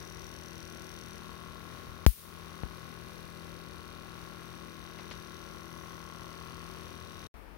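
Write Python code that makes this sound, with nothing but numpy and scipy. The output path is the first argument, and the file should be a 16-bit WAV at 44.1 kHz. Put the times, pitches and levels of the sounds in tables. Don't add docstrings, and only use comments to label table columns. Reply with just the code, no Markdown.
import sys
import numpy as np
from scipy import signal
from scipy.fft import rfft, irfft
from scipy.io import wavfile

SR = 44100
rng = np.random.default_rng(int(sys.argv[2]) if len(sys.argv) > 2 else 0)


def dump(signal):
    limited = np.clip(np.atleast_2d(signal).T, -1, 1)
    pcm = np.round(limited * 32767).astype(np.int16)
    wavfile.write(sys.argv[1], SR, pcm)


def magnitude_from_level(level_db):
    exponent = np.asarray(level_db, float) / 20
    return 10 ** exponent


N = 333881


def at(s):
    return np.round(np.asarray(s) * SR).astype(int)


def ramp(start_s, length_s):
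    return np.clip((np.arange(N) / SR - start_s) / length_s, 0, 1)


def drift(rate):
    knots = rng.standard_normal(400)
    return np.interp(np.arange(N) / SR * rate, np.arange(400), knots) * 1.45


def ring(clicks, hz, t60):
    r = magnitude_from_level(-60 / (t60 * SR))
    w = 2 * np.pi * hz / SR
    return signal.lfilter([0, np.sin(w)], [1, -2 * r * np.cos(w), r * r], clicks + 1e-18)


def coloured(rows, size):
    hz, *sides = np.transpose(rows)
    bins = np.log(np.fft.rfftfreq(size, 1 / SR) + 1)
    gains = [magnitude_from_level(np.interp(bins, np.log(hz), db, left=-130)) for db in sides]
    return irfft(rfft(rng.standard_normal((2, size))) * gains, size) * np.sqrt(SR / 2)


# [up to f/Hz, far level/dB, level behind the hands/dB, level once the hands are gone/dB]
MOTOR_REACH = [(1800, -6.5, -1, -0.5), (3300, 1.5, 1, 2), (5200, 1.5, 1, 1.5), (7000, 7.5, -0.5, 3.5),
               (20000, 6, 2, 3)]
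CLOSER_S = 1.2
HANDS_LEAVE_S, CLEARING_S = 4.27, 1.7
ARM_SHADOW_DB = -1.5


def reach_db(hz):
    tops = [row[0] for row in MOTOR_REACH]
    _, far_db, shaded_db, clear_db = MOTOR_REACH[np.searchsorted(tops, hz)]
    clear = ramp(HANDS_LEAVE_S, CLEARING_S)
    arm_db = ARM_SHADOW_DB * np.sin(np.pi * clear) * (hz < tops[0])
    close_db = shaded_db + (clear_db - shaded_db) * clear + arm_db
    return np.where(np.arange(N) / SR < CLOSER_S, far_db, close_db)


TURNS_HZ = 41.625
# [t/s, lateness/turns]
MOTOR_LATE = [(0, .075), (1.195, 0.093), (1.2, .29), (2.65, .275), (4.4, .405), (5.5, 0.38), (7.3, .345)]
# [multiple, left level/dB, right level/dB]
MOTOR_DRONE = [(2, -53, -81), (3, -80, -79), (4, -51, -82), (5, -56, -83.5), (6, -63, -100), (7, -67, -72),
               (8, -57, -88), (9, -56, -91), (11, -65.5, -91), (12, -70, -78), (13, -64, -87),
               (14, -70.5, -86), (15, -71.5, -96), (16, -67, -98), (19, -76, -82), (20, -76, -77.5),
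               (22, -70, -83), (33, -62.5, -72), (35, -63.5, -83.5), (36, -62.5, -84), (39, -80.5, -89),
               (40, -64.5, -99), (58, -72, -74)]
# [place/turns, f/Hz, t60/s, left peak level/dB, right peak level/dB]
MOTOR_CONTACTS = [(.52, 1091, 0.032, -39.5, -48.5), (.53, 3040, 0.0044, -42.5, -42),
                  (0.66, 5900, 0.016, -59.5, -57), (.53, 3700, 0.0045, -53, -55),
                  (.83, 1236, 0.029, -45.5, -62), (.82, 2690, 0.006, -44, -62),
                  (.12, 1063, 0.0074, -43, -51), (.55, 2040, 0.0097, -47, -65),
                  (0, 3800, 0.018, -46.5, -56), (0.033, 5800, 0.012, -48, -93),
                  (0.16, 8470, 0.0074, -54, -85), (0.022, 10150, 0.018, -60.5, -75.5),
                  (0, 12300, .008, -63, -66), (0.25, 12000, .004, -53, -65), (0.02, 15000, .006, -58, -68),
                  (.14, 4450, 0.0054, -43.5, -60.5), (0.073, 4240, 0.0057, -57, -52),
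                  (0.053, 9200, 0.0055, -53, -74), (0.18, 11000, 0.0042, -58, -64.5)]


def motor(swell_db=1.5, wander_db=1.3, hit_db=1.1, jitter_s=6e-6, room_db=-11, room_t60=.2):
    t = np.arange(N) / SR
    turns = TURNS_HZ * t - np.interp(t, *np.transpose(MOTOR_LATE))
    drone, knocks = np.zeros((2, N)), np.zeros((2, N))
    for k, *db in MOTOR_DRONE:
        tone = np.sin(2 * np.pi * (np.round(k) * turns + rng.random()))
        drone += np.outer(magnitude_from_level(db), np.sqrt(2) * tone * magnitude_from_level(swell_db * drift(2.56)))
    for turn, hz, t60, left_db, right_db in MOTOR_CONTACTS:
        chance = rng.standard_normal((330, 2))
        s = np.interp(np.arange(330) + turn, np.maximum.accumulate(turns), t) + jitter_s * chance[:, 0]
        clicks = np.zeros(N)
        clicks[np.clip(at(s), 0, N - 1)] = magnitude_from_level(hit_db * chance[:, 1])
        rung = ring(clicks * magnitude_from_level(reach_db(hz) + wander_db * drift(1.54)), hz, t60)
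        knocks += [magnitude_from_level(left_db) * rung, magnitude_from_level(right_db) * np.roll(rung, 8)]
    echo_t = t[:9000]
    echoes = rng.standard_normal((2, 9000)) * magnitude_from_level(-60 * echo_t / room_t60) * (echo_t > .002)
    echoes *= magnitude_from_level(room_db) / np.linalg.norm(echoes, axis=1, keepdims=True)
    return drone + knocks + signal.fftconvolve(knocks, echoes, axes=1)[:, :N]


# [f/Hz, left level/dB per Hz, right level/dB per Hz]
WORKSHOP_AIR = [(32.9, -94, -94), (55, -67, -78), (101, -80, -82.5), (171, -79.5, -88), (250, -81, -103),
                (408, -77.5, -102.5), (664, -85.5, -101.5), (1620, -87.5, -93.5), (4300, -99, -96.5),
                (6050, -95, -100), (6970, -103, -112), (7500, -106, -121), (8700, -101, -110),
                (15500, -102, -112)]
# [f/Hz, width/Hz, left level/dB]
ROOM_MODES = [(60, 8, -62), (96, 4.6, -61), (123, 8, -56.5), (241.7, 7, -59.5), (289, 8.8, -75)]


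def workshop_air(patchy_db=0.7):
    out = coloured(WORKSHOP_AIR, N) * magnitude_from_level(patchy_db * drift(9))
    for hz, width_hz, db in ROOM_MODES:
        hum = ring(rng.standard_normal(N), hz, 3.0 / width_hz)
        out[0] += magnitude_from_level(db) * hum / hum.std()
    return out


# [t/s, left height, right height, edge f/Hz, ringing]
MIC_JOLTS = [
    (2.06460, .83, .022, 4000, 1),
    (2.63452, -.138, 0, 2100, .72),
    (1.866, 0, .012, 150, .9),
    (1.8845, 0, -.013, 150, .9),
]
# [f/Hz, Q]
RUMBLE_FILTER = [(54, 1.66), (55.1, 1.04), (31, 1.18)]


def jolts():
    out = np.zeros((2, N))
    for s, left, right, edge_hz, ringing in MIC_JOLTS:
        step = signal.lfilter(*signal.bessel(2, edge_hz, fs=SR, norm="mag"), np.ones(9000))
        for hz, q in RUMBLE_FILTER:
            w = 2 * np.pi * hz
            step = signal.lfilter(*signal.bilinear([1, 0, 0], [1, w / (q * ringing), w * w], SR), step)
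        out[:, at(s) + np.arange(9000)] += np.outer([left, right], step)
    return out


# [t/s, left peak level/dB, right peak level/dB]
SPARK_CLICKS = [(2.06452, -7, -40), (2.06457, -40, -11), (2.06485, -40, -15), (2.06548, -17, -25),
                (2.06582, -40, -23), (2.06703, -36, -22), (2.0687, -32, -24), (2.0710, -22, -23),
                (2.0723, -22, -26)]
CRACK_S = SPARK_CLICKS[0][0]
# [f/Hz, t60/s, left level/dB, right level/dB]
MIC_RESONANCES = [(6100, .0018, -11, -5), (11500, .0014, -12, -10), (14600, .0016, -4, -9),
                  (3300, .001, -9, -30), (4600, .0015, -14, -12)]


def spark(smear_db=-28, smear_t60=.0035):
    out = np.zeros((2, N))
    s, *db = np.transpose(SPARK_CLICKS)
    for hz, t60, *mode_db in MIC_RESONANCES:
        clicks = np.zeros((2, N))
        peak_db = np.array(db) + np.c_[mode_db] + rng.standard_normal((len(s), 2)).T
        clicks[:, at(s)] = magnitude_from_level(peak_db) * np.c_[[-1, 1]]
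        clicks[0, at(s[0] + .002):] *= min(hz / 12000, 1) ** 2
        out += ring(clicks, hz, t60)
    out[1] = 1.25 * signal.lfilter(*signal.butter(2, 3200, "high", fs=SR), out[1])
    ahead = np.arange(200)
    smear = np.diff(rng.standard_normal((2, 201)))
    out[:, at(s[0]) - ahead] += smear * magnitude_from_level(smear_db - 60 * ahead / SR / smear_t60)
    return out


# [f/Hz, left level/dB per Hz, right level/dB per Hz, t60/s]
SPARK_TAIL = [(1200, -74.5, -101, 0.22), (2200, -80.5, -76, 0.56), (3600, -74.5, -77, 0.57),
              (5500, -76, -74.5, 0.53), (7000, -77, -87, 0.65), (7800, -82.5, -78, 0.45),
              (9300, -65.5, -80, 0.45), (11800, -69, -70, 0.44), (14000, -63, -73, 0.39),
              (15500, -67, -90, 0.53)]


def spark_tail(size=30000, early_db=3, early_t60=.07, late_db=-32):
    out, t, hz = np.zeros((2, N)), np.arange(size) / SR, np.fft.rfftfreq(size, 1 / SR)
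    edges = [700] + [row[0] for row in SPARK_TAIL] + [17000]
    onset = np.clip(t / np.c_[[.007, .002]], 0, 1) ** np.c_[[2, 1]]
    early = magnitude_from_level(early_db - 60 * t / early_t60)
    for k, (_, left_db, right_db, t60) in enumerate(SPARK_TAIL):
        share = np.interp(hz, edges[k:k + 3], [0, 1, 0])
        gains = np.outer(magnitude_from_level([left_db, right_db]), np.sqrt(share * SR / 2))
        band = irfft(rfft(rng.standard_normal((2, size))) * gains, size)
        decay = magnitude_from_level(-60 * t / t60) + early + magnitude_from_level(late_db - 25 * t / t60)
        out[:, at(CRACK_S) + np.arange(size)] += band * onset * decay
    return out


LOOK_AHEAD_S, AHEAD_DB = 0.0081, -27.5
DUCK_DB, DUCK_ATTACK_S, DUCK_HOLD_S, RELEASE_S = -16.5, 0.013, 0.088, 0.08


def gain_control_db():
    ahead = ramp(CRACK_S - LOOK_AHEAD_S - .002, .004) - ramp(CRACK_S - .002, .0015)
    after = np.clip(np.arange(N) / SR - CRACK_S - DUCK_HOLD_S, 0, None)
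    duck = ramp(CRACK_S - .004, DUCK_ATTACK_S) * np.exp(-after / RELEASE_S)
    return AHEAD_DB * ahead + DUCK_DB * duck


# [t/s, left peak level/dB, f/Hz]
CLATTER_KNOCKS = [
    (4.988, -34, 2300),
    (4.989, -37, 600),
    (4.9965, -33, 1050),
    (5.1112, -26.5, 3000),
    (5.1116, -34, 1100),
    (5.113, -35, 550),
    (5.116, -34, 2000),
]


def clatter(right_db=-6, tail_db=-21):
    out, t = np.zeros((2, N)), np.arange(4000) / SR
    for s, db, hz in CLATTER_KNOCKS:
        wake = rng.standard_normal((2, 4000)) * magnitude_from_level(tail_db - 60 * t / 0.15)
        hit = np.sin(2 * np.pi * hz * t) * magnitude_from_level(-60 * t * hz / 8)
        dull = signal.butter(4, [hz / 5, min(3 * hz, 5200)], "band", fs=SR, output="sos")
        knock = signal.sosfilt(dull, hit + 4 * wake)
        out[:, at(s) + np.arange(4000)] += knock * magnitude_from_level(db + np.c_[[0, right_db]])
    return out


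# [pitch ratio, level/dB]
SQUEAK_LINES = [(.92, -4), (1.001, 5), (1.065, 2), (1.17, -4), (1.29, -6)]
SQUEAK_S, SQUEAK_RISE_S, SQUEAK_HOLD_S, SQUEAK_FALL_S = 5.6, .06, .23, .04
SQUEAK_HZ, SLIDE_HZ, SAG_HZ_PER_S, WOBBLE_HZ = 11420, 1050, 3200, 30
SQUEAK_DB, FADE_DB_PER_S, EDGE_DB = -72, 8, -12
PUSH_S, PUSH_WIDTH_S, PUSH_HZ = 5.82, .03, 300


def squeak(right_db=-8):
    t = np.arange(N) / SR
    rise = ramp(SQUEAK_S, SQUEAK_RISE_S)
    held = SQUEAK_HOLD_S * ramp(SQUEAK_S + SQUEAK_RISE_S, SQUEAK_HOLD_S)
    fall = ramp(SQUEAK_S + SQUEAK_RISE_S + SQUEAK_HOLD_S, SQUEAK_FALL_S)
    hz = SQUEAK_HZ - SLIDE_HZ * (1 - rise) - SAG_HZ_PER_S * (held + SQUEAK_FALL_S * fall)
    hz += PUSH_HZ * np.exp(-((t - PUSH_S) / PUSH_WIDTH_S) ** 2) + WOBBLE_HZ * drift(45)
    db = SQUEAK_DB + EDGE_DB * (1 - rise + fall) - FADE_DB_PER_S * held
    angle = 2 * np.pi * np.cumsum(hz) / SR
    lines = np.zeros(N)
    for ratio, line_db in SQUEAK_LINES:
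        lines += magnitude_from_level(line_db - 1 + 2.5 * drift(35)) * np.sin(ratio * angle)
    return np.outer(magnitude_from_level([3, right_db]), lines * magnitude_from_level(db) * (rise > 0) * (fall < 1))


SILENCE_S = (7.2703, 7.3412)
# [f/Hz, left level/dB per Hz, right level/dB per Hz]
QUIET_AIR = [(29.5, -82, -100), (54, -60, -89), (100, -82.5, -88), (263, -76, -97), (497, -81.5, -96),
             (1190, -85, -96), (2170, -91, -95), (3470, -102, -103), (5440, -106, -107), (7600, -115, -120),
             (8800, -109, -115), (15500, -109, -115)]


def quiet_air():
    return coloured(QUIET_AIR, N) * (np.arange(N) / SR > SILENCE_S[1])


RUSTLE_S, RUSTLE_DB, RUSTLE_T60_S, RUSTLE_LOW_HZ = 7.364, -62, .9, 8300


def rustle():
    since = np.arange(N) / SR - RUSTLE_S
    bright = signal.butter(4, RUSTLE_LOW_HZ, "high", fs=SR, output="sos")
    hiss = signal.sosfilt(bright, rng.standard_normal((2, N)))
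    db = RUSTLE_DB + np.c_[[0, -6]] - 60 * np.clip(since, 0, 1) / RUSTLE_T60_S
    return hiss * magnitude_from_level(db) * ramp(RUSTLE_S, .006)


def scene(treble_duck=0.62, top_hz=15820):
    t, gain_db = np.arange(N) / SR, gain_control_db()
    workshop = (motor() + workshop_air() + clatter() + squeak()) * magnitude_from_level(gain_db)
    residue = magnitude_from_level(-26 - 2200 * np.clip(t - SILENCE_S[0], 0, 1))
    background = workshop * np.where(t < SILENCE_S[0], 1, residue) + quiet_air()
    background = background + spark_tail() * magnitude_from_level(treble_duck * gain_db) + rustle()
    top = signal.ellip(10, .1, 45, top_hz, fs=SR, output="sos")
    return signal.sosfiltfilt(top, background) + spark() + jolts()


def band_limit(x):
    return signal.sosfilt(signal.butter(12, 16960, fs=SR, output="sos"), x)


def record(dry):
    return band_limit(dry)


dry = scene()
out = record(dry)
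dump(out)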